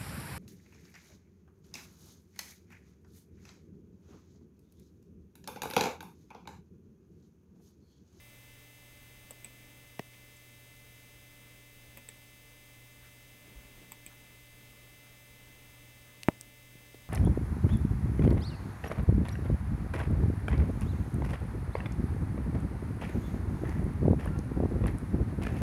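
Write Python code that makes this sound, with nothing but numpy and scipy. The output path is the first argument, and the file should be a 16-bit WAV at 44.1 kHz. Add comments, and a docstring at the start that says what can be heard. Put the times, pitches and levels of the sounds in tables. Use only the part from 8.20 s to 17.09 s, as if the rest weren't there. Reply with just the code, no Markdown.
"""A computer mouse clicks three times in a quiet room: its spring snaps on press and on release.
The mouse also slides on the desk and is set down once; a hand shifts on the camera with a soft rumble.
Fingers knock on the camera: once hard, between the two ticks of a button, then twice softly.
Throughout: room air, microphone hiss, mains hum and the pulsed buzz of the camera's electronics."""
import sys
import numpy as np
from scipy import signal
from scipy.fft import rfft, irfft, next_fast_len
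from scipy.io import wavfile
from scipy.ndimage import map_coordinates

SR = 44100
rng = np.random.default_rng(int(sys.argv[2]) if len(sys.argv) > 2 else 0)


def file_out(sig):
    """Save sig as 16-bit WAV at sys.argv[1]."""
    # one column per channel
    cols = np.atleast_2d(sig).T
    # limit, then scale
    lim = np.clip(cols, -1, 1)
    pcm = np.round(lim * 32767).astype(np.int16)
    wavfile.write(sys.argv[1], SR, pcm)


N = 392049
TIME_S = np.arange(N) / SR
HIT_S = np.arange(SR // 4) / SR  # time within one hit
BAND_LIMIT_HZ = 15850


def amp(db):
    """Decibels to gain."""
    return 10 ** (np.asarray(db) / 20)


def unit_rms(x):
    """Scale to rms 1."""
    return x / np.sqrt(np.mean(x ** 2) + 1e-20)


def unit_hit(x):
    """Scale a hit to 0 dB: the energy of 5 ms at rms 1."""
    return x * np.sqrt((SR // 200) / (np.sum(x ** 2) + 1e-20))


def log_interp(points, hz):
    """Read (f/Hz, value) points on a log frequency axis."""
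    knots_hz, values = np.transpose(points)
    return np.interp(np.log(hz + 1), np.log(knots_hz + 1), values)


def wobble(rate_hz):
    """Smooth random curve through rate_hz knots a second."""
    knots = rng.standard_normal(int(N * rate_hz / SR) + 4)
    return map_coordinates(knots, [TIME_S * rate_hz])


def filtered(x, response):
    """Apply a complex frequency response."""
    size = next_fast_len(len(x) + 8192)
    hz = np.fft.rfftfreq(size, 1 / SR)
    return irfft(rfft(x, size) * response(hz), size)[:len(x)]


def noise(spectrum):
    """Noise of rms 1, coloured by (f/Hz, density/dB) points."""
    return unit_rms(filtered(rng.standard_normal(N), lambda hz: amp(log_interp(spectrum, hz))))


def resonate(x, modes):
    """Parallel resonances: (f/Hz, width/Hz, gain/dB)."""
    return filtered(x, lambda f: sum(amp(db) * 1j * f * width / (hz * hz - f * f + 1j * f * width)
                                     for hz, width, db in modes))


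def roll_off(x, hz, kind, order):
    """Causal low-pass or high-pass."""
    return signal.sosfilt(signal.butter(order, hz, kind, fs=SR, output="sos"), x)


def burst(t60_s):
    """Decaying noise of energy 1."""
    x = rng.standard_normal(len(HIT_S)) * amp(-60 * HIT_S / t60_s)
    return x / np.linalg.norm(x)


def add(track, at_s, x):
    """Mix x into the track."""
    part = track[round(at_s * SR):][:len(x)]
    part += x[:len(part)]


def room(x, wet_db):
    """Add a fresh diffuse tail to a hit; the treble dies first."""
    # room decay: f/Hz, t60/s
    decay = [(200, 0.11), (2500, 0.11), (8000, 0.078), (15000, 0.037)]
    hz, t, spectra = signal.stft(rng.standard_normal(len(HIT_S)), SR, nperseg=256)
    fade = amp(-60 * t / log_interp(decay, hz)[:, None])
    tail = signal.istft(spectra * fade, SR, nperseg=256)[1]
    tail /= np.linalg.norm(tail)
    return x + amp(wet_db) * signal.fftconvolve(x, tail)[:len(x)]


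def air_and_hiss():
    """Gently swelling room air under steady microphone hiss."""
    # room air: f/Hz, relative density/dB
    air = [(8, -24), (20, -1.5), (50, -1), (85, -3.5), (160, -9.5), (240, -9), (350, -16.5), (460, -12.5),
           (650, -20), (1500, -22), (3000, -20), (8000, -44)]
    # microphone hiss: f/Hz, relative density/dB
    hiss = [(300, 6.5), (1500, -1.5), (1850, -3), (2080, 9), (2500, -1), (3300, -4), (5000, -1),
            (9000, -1.5), (9650, 3), (10300, -1), (12500, 0.5), (15700, 3)]
    return amp(-62.5 + 1.25 * wobble(6.4)) * noise(air) + amp(-60) * noise(hiss)


def mains_hum():
    """Hum at twice the mains frequency, wavering a little."""
    hum_hz = 120.1
    cycles = hum_hz * TIME_S + 0.015 * wobble(1.6)
    rms = amp(-62 + 0.67 * wobble(3))
    return np.sqrt(2) * rms * np.sin(2 * np.pi * cycles)


def electronics_buzz():
    """Electrical pulse train: partials loosely in step, one spike per period."""
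    # strong bands of the pulses: f/Hz, half-width/Hz, partial rms at centre/dB
    bands = [(430, 233, -71), (2036, 297, -65.5), (2667, 324, -70), (3260, 330, -74.5), (3670, 254, -73),
             (5000, 300, -80), (6290, 400, -78.5), (8170, 310, -76.5), (12430, 250, -81.5)]
    pulse_hz, base_db, fall_db_per_hz = 292.97, -85, 0.0005
    cycles = pulse_hz * TIME_S + 0.0048 * wobble(1.53)
    harmonics = np.arange(1, BAND_LIMIT_HZ // pulse_hz)
    hz = pulse_hz * harmonics
    phases = rng.normal(0, 0.33, len(hz)) - 0.0118 * harmonics ** 2  # treble lag smears the spike
    base = amp(base_db - fall_db_per_hz * hz)
    peaks = [amp(db) * np.exp(-((hz - centre_hz) / width_hz) ** 2) for centre_hz, width_hz, db in bands]
    partial_rms = np.linalg.norm([base] + peaks, axis=0)
    return -np.sqrt(2) * sum(rms * np.cos(2 * np.pi * k * cycles + phase)
                             for k, rms, phase in zip(harmonics, partial_rms, phases))


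def mouse_clicks():
    """The spring snaps over and chatters on its contact; spring and shell ring, desk and walls answer."""
    # switch, press then release: t/s, level/dB, shell/dB, desk/dB, desk ring/Hz, upper modes/dB, snap/s
    clicks = [(1.1078, -42, -12, -5, 527, 2, 0.001), (1.2453, -40, -6.5, -12, 250, -3, 0.0018),
              (3.773, -44.5, -2.5, -1.5, 554, 8, 0.00086), (3.888, -41.5, -6, -13, 450, -5, 0.0013),
              (5.7193, -41.5, -6.5, -8, 920, 6, 0.0025), (5.8634, -42, -5.5, -8.5, 240, 2, 0.0028)]
    # metal spring: f/Hz, width/Hz, gain/dB
    spring_modes = [(7560, 500, -14), (8010, 320, 15), (10300, 990, -8)]
    # spring's upper modes: f/Hz, width/Hz, gain/dB
    upper_modes = [(12600, 760, -2), (13700, 740, 2), (15400, 700, -13)]
    # plastic shell: f/Hz, width/Hz, gain/dB
    shell_modes = [(930, 280, 1), (2270, 1000, -10), (2500, 460, 9), (3400, 400, 5), (4340, 400, -3)]
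    out = np.zeros(N)
    for at_s, db, shell_db, desk_db, desk_hz, upper_db, snap_s in clicks:
        attack = 1 - np.exp(-HIT_S / 0.00042)
        snap = attack * (burst(t60_s=0.011) * (HIT_S < snap_s) + amp(-15) * burst(t60_s=0.035))
        spring = resonate(snap, spring_modes) + amp(upper_db) * resonate(snap, upper_modes)
        spring = room(roll_off(spring, 6500, "high", order=3), wet_db=-10.5)
        shell = room(roll_off(resonate(snap, shell_modes), 4040, "low", order=4), wet_db=-2.5)
        desk = room(resonate(HIT_S == 0, [(desk_hz, 110, 0), (245, 90, -4)]), wet_db=0)
        click = unit_hit(spring) + amp(shell_db) * unit_hit(shell) + amp(desk_db) * unit_hit(desk)
        add(out, at_s, amp(db) * unit_hit(click))
    return out


def mouse_slide():
    """The mouse's feet rub unevenly over the desk; quick nudges scuff higher."""
    # hand strokes: start/s, hold/s, level/dB
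    strokes = [(1.25, 0.26, -64.5), (3.83, 0.085, -73), (5.255, 0.37, -63), (7.93, 0.24, -69)]
    # rubbing on the desk: f/Hz, relative density/dB
    rub = [(80, -15), (200, 1), (400, -5.5), (700, -12), (1500, -16.5), (2600, -13.5), (5000, -28),
           (16000, -30)]
    # scuffs of the feet: t/s, level/dB, f/Hz, half-length/s
    scuffs = [(1.941, -59, 2500, 0.0086), (2.167, -61, 7600, .006), (4.858, -64.5, 1560, 0.046),
              (5.92, -64, 1250, .025), (6.883, -68, 1450, 0.067), (7.903, -67, 1300, 0.045)]
    attack_s, release_s = 0.078, 0.14  # the hand speeds up, then glides to rest
    envelope = np.zeros(N)
    for start_s, hold_s, db in strokes:
        early_s = np.maximum(start_s - TIME_S, 0)
        late_s = np.maximum(TIME_S - start_s - hold_s, 0)
        envelope += amp(db) * np.exp(-early_s / attack_s - late_s / release_s)
    out = envelope * amp(1.3 * wobble(35)) * noise(rub)
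    middle_s = HIT_S.mean()
    for at_s, db, hz, half_s in scuffs:
        swell = np.exp(-((HIT_S - middle_s) / half_s) ** 2)
        friction = resonate(rng.standard_normal(len(HIT_S)), [(hz, 600, 0)])
        add(out, at_s - middle_s, amp(db) * swell * unit_rms(friction))
    return out


def mouse_landing():
    """The shell clacks on landing and the desk top booms under it."""
    # mouse set down: t/s, level/dB, clack/dB
    landings = [(1.7936, -32, -7)]
    # desk top: f/Hz, width/Hz, gain/dB
    desk_modes = [(153, 76, 5), (246, 140, 3.5), (420, 73, 3), (680, 120, 0), (1120, 250, -6.5)]
    # modes alternate in sign, so the boom takes a moment to build
    desk = sum((-1) ** k * resonate(HIT_S == 0, [mode]) for k, mode in enumerate(desk_modes))
    boom = unit_hit(roll_off(desk, 1200, "low", order=2))
    clack_modes = [(1250, 500, 9), (1900, 540, 19), (3580, 1100, -18), (12000, 5400, -5)]
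    out = np.zeros(N)
    for at_s, db, clack_db in landings:
        clack = unit_hit(resonate(burst(t60_s=0.014), clack_modes))
        add(out, at_s, amp(db) * room(boom + amp(clack_db) * clack, wet_db=-27))
    return out


def grip_bumps():
    """The hand shifts its grip: a few slow cycles of rumble."""
    # soft bumps: t/s, level/dB, f/Hz, half-length/s
    bumps = [(5.378, -44, 52, 0.023), (5.462, -53, 50, .02), (5.58, -54.5, 35, 0.041)]
    out = np.zeros(N)
    for at_s, db, hz, half_s in bumps:
        t = TIME_S - at_s
        swell = np.exp(-(t / half_s) ** 2)
        out -= amp(db) * swell * np.cos(2 * np.pi * hz * t)
    return out


def camera_button():
    """Dry ticks at the microphone: an impulse and a short rattle drive damped modes."""
    # button, down then up: t/s, level/dB, low mode/Hz, mid mode/Hz, high mode/Hz, low/dB, mid/dB
    ticks = [(8.0334, -40.5, 2450, 4240, 8200, 9, 3.5), (8.2112, -42.5, 880, 5050, 8700, -16, -14)]
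    out = np.zeros(N)
    for at_s, db, low_hz, mid_hz, high_hz, low_db, mid_db in ticks:
        snap = (HIT_S == 0) + amp(-1) * burst(t60_s=0.0076)
        modes = [(550, 600, -6), (low_hz, 750, low_db), (mid_hz, 1100, mid_db),
                 (6300, 900, -5), (high_hz, 1600, 0), (12000, 2000, -11)]
        tick = roll_off(resonate(snap, modes), 10500, "low", order=2)
        add(out, at_s, amp(db) * unit_hit(tick))
    return out


def camera_knocks():
    """Fingers strike the damped body and land again, softer; skin scrapes, the case shudders."""
    # knocks: t/s, level/dB, low-pass/Hz, high-pass/Hz, pitch ratio, rebound delay/s, rebound/dB, scrape/dB
    knocks = [(8.0856, -14, 2380, 60, 1.05, 0.0029, -6.5, -29.5),
              (8.5535, -49.5, 500, 110, 0.95, 0.0016, -13, -20),
              (8.744, -47, 800, 300, 1.55, 0.0023, -2, -13)]
    # camera body: f/Hz at pitch ratio 1, level/dB, t60/s
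    body_modes = [(153.6, 4.5, 0.036), (250, -1.5, 0.014), (573, -11.5, .024), (742, -15, 0.037),
                  (1730, -8, 0.0037)]
    out = np.zeros(N)
    for at_s, db, soft_hz, bass_cut_hz, ratio, delay_s, rebound_db, scrape_db in knocks:
        ring = sum(amp(mode_db - 60 * HIT_S / t60_s) * np.cos(2 * np.pi * hz * ratio * HIT_S)
                   for hz, mode_db, t60_s in body_modes)
        thud = roll_off(ring, soft_hz, "low", order=5)
        thud = roll_off(thud, bass_cut_hz, "high", order=2)
        dull_thud = roll_off(thud, 740, "low", order=2)
        rebound = amp(rebound_db) * np.interp(HIT_S - delay_s, HIT_S, dull_thud, left=0)
        scrape = resonate(burst(t60_s=0.016), [(2600, 2200, 1), (8550, 2400, -8)])
        shudder = roll_off(resonate(burst(t60_s=0.082), [(620, 310, 0)]), 1000, "low", order=2)
        hit = unit_hit(thud + rebound) + amp(scrape_db) * unit_hit(scrape)
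        hit += amp(-25.5) * unit_hit(shudder)
        add(out, at_s, amp(db) * room(hit, wet_db=-42))
    return out


def gain_control(x, threshold_db, depth_db, recover_s):
    """A loud peak turns the gain down; it creeps back."""
    last_peak_s = np.maximum.accumulate(np.where(np.abs(x) > amp(threshold_db), TIME_S, -np.inf))
    dip = np.clip(1 - (TIME_S - last_peak_s) / recover_s, 0, 1)
    return x * amp(-depth_db * dip)


def scene():
    """All sources at one microphone."""
    background = air_and_hiss() + mains_hum() + electronics_buzz()
    mouse = mouse_clicks() + mouse_slide() + mouse_landing()
    handling = grip_bumps() + camera_button() + camera_knocks()
    return (background + mouse + handling)[None]


def record(dry):
    """The camera rides its gain and cuts everything above its band limit."""
    x = gain_control(dry[0], threshold_db=-13, depth_db=0.35, recover_s=0.6)
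    return filtered(x, lambda hz: hz < BAND_LIMIT_HZ)[None]


dry = scene()
out = record(dry)
file_out(out)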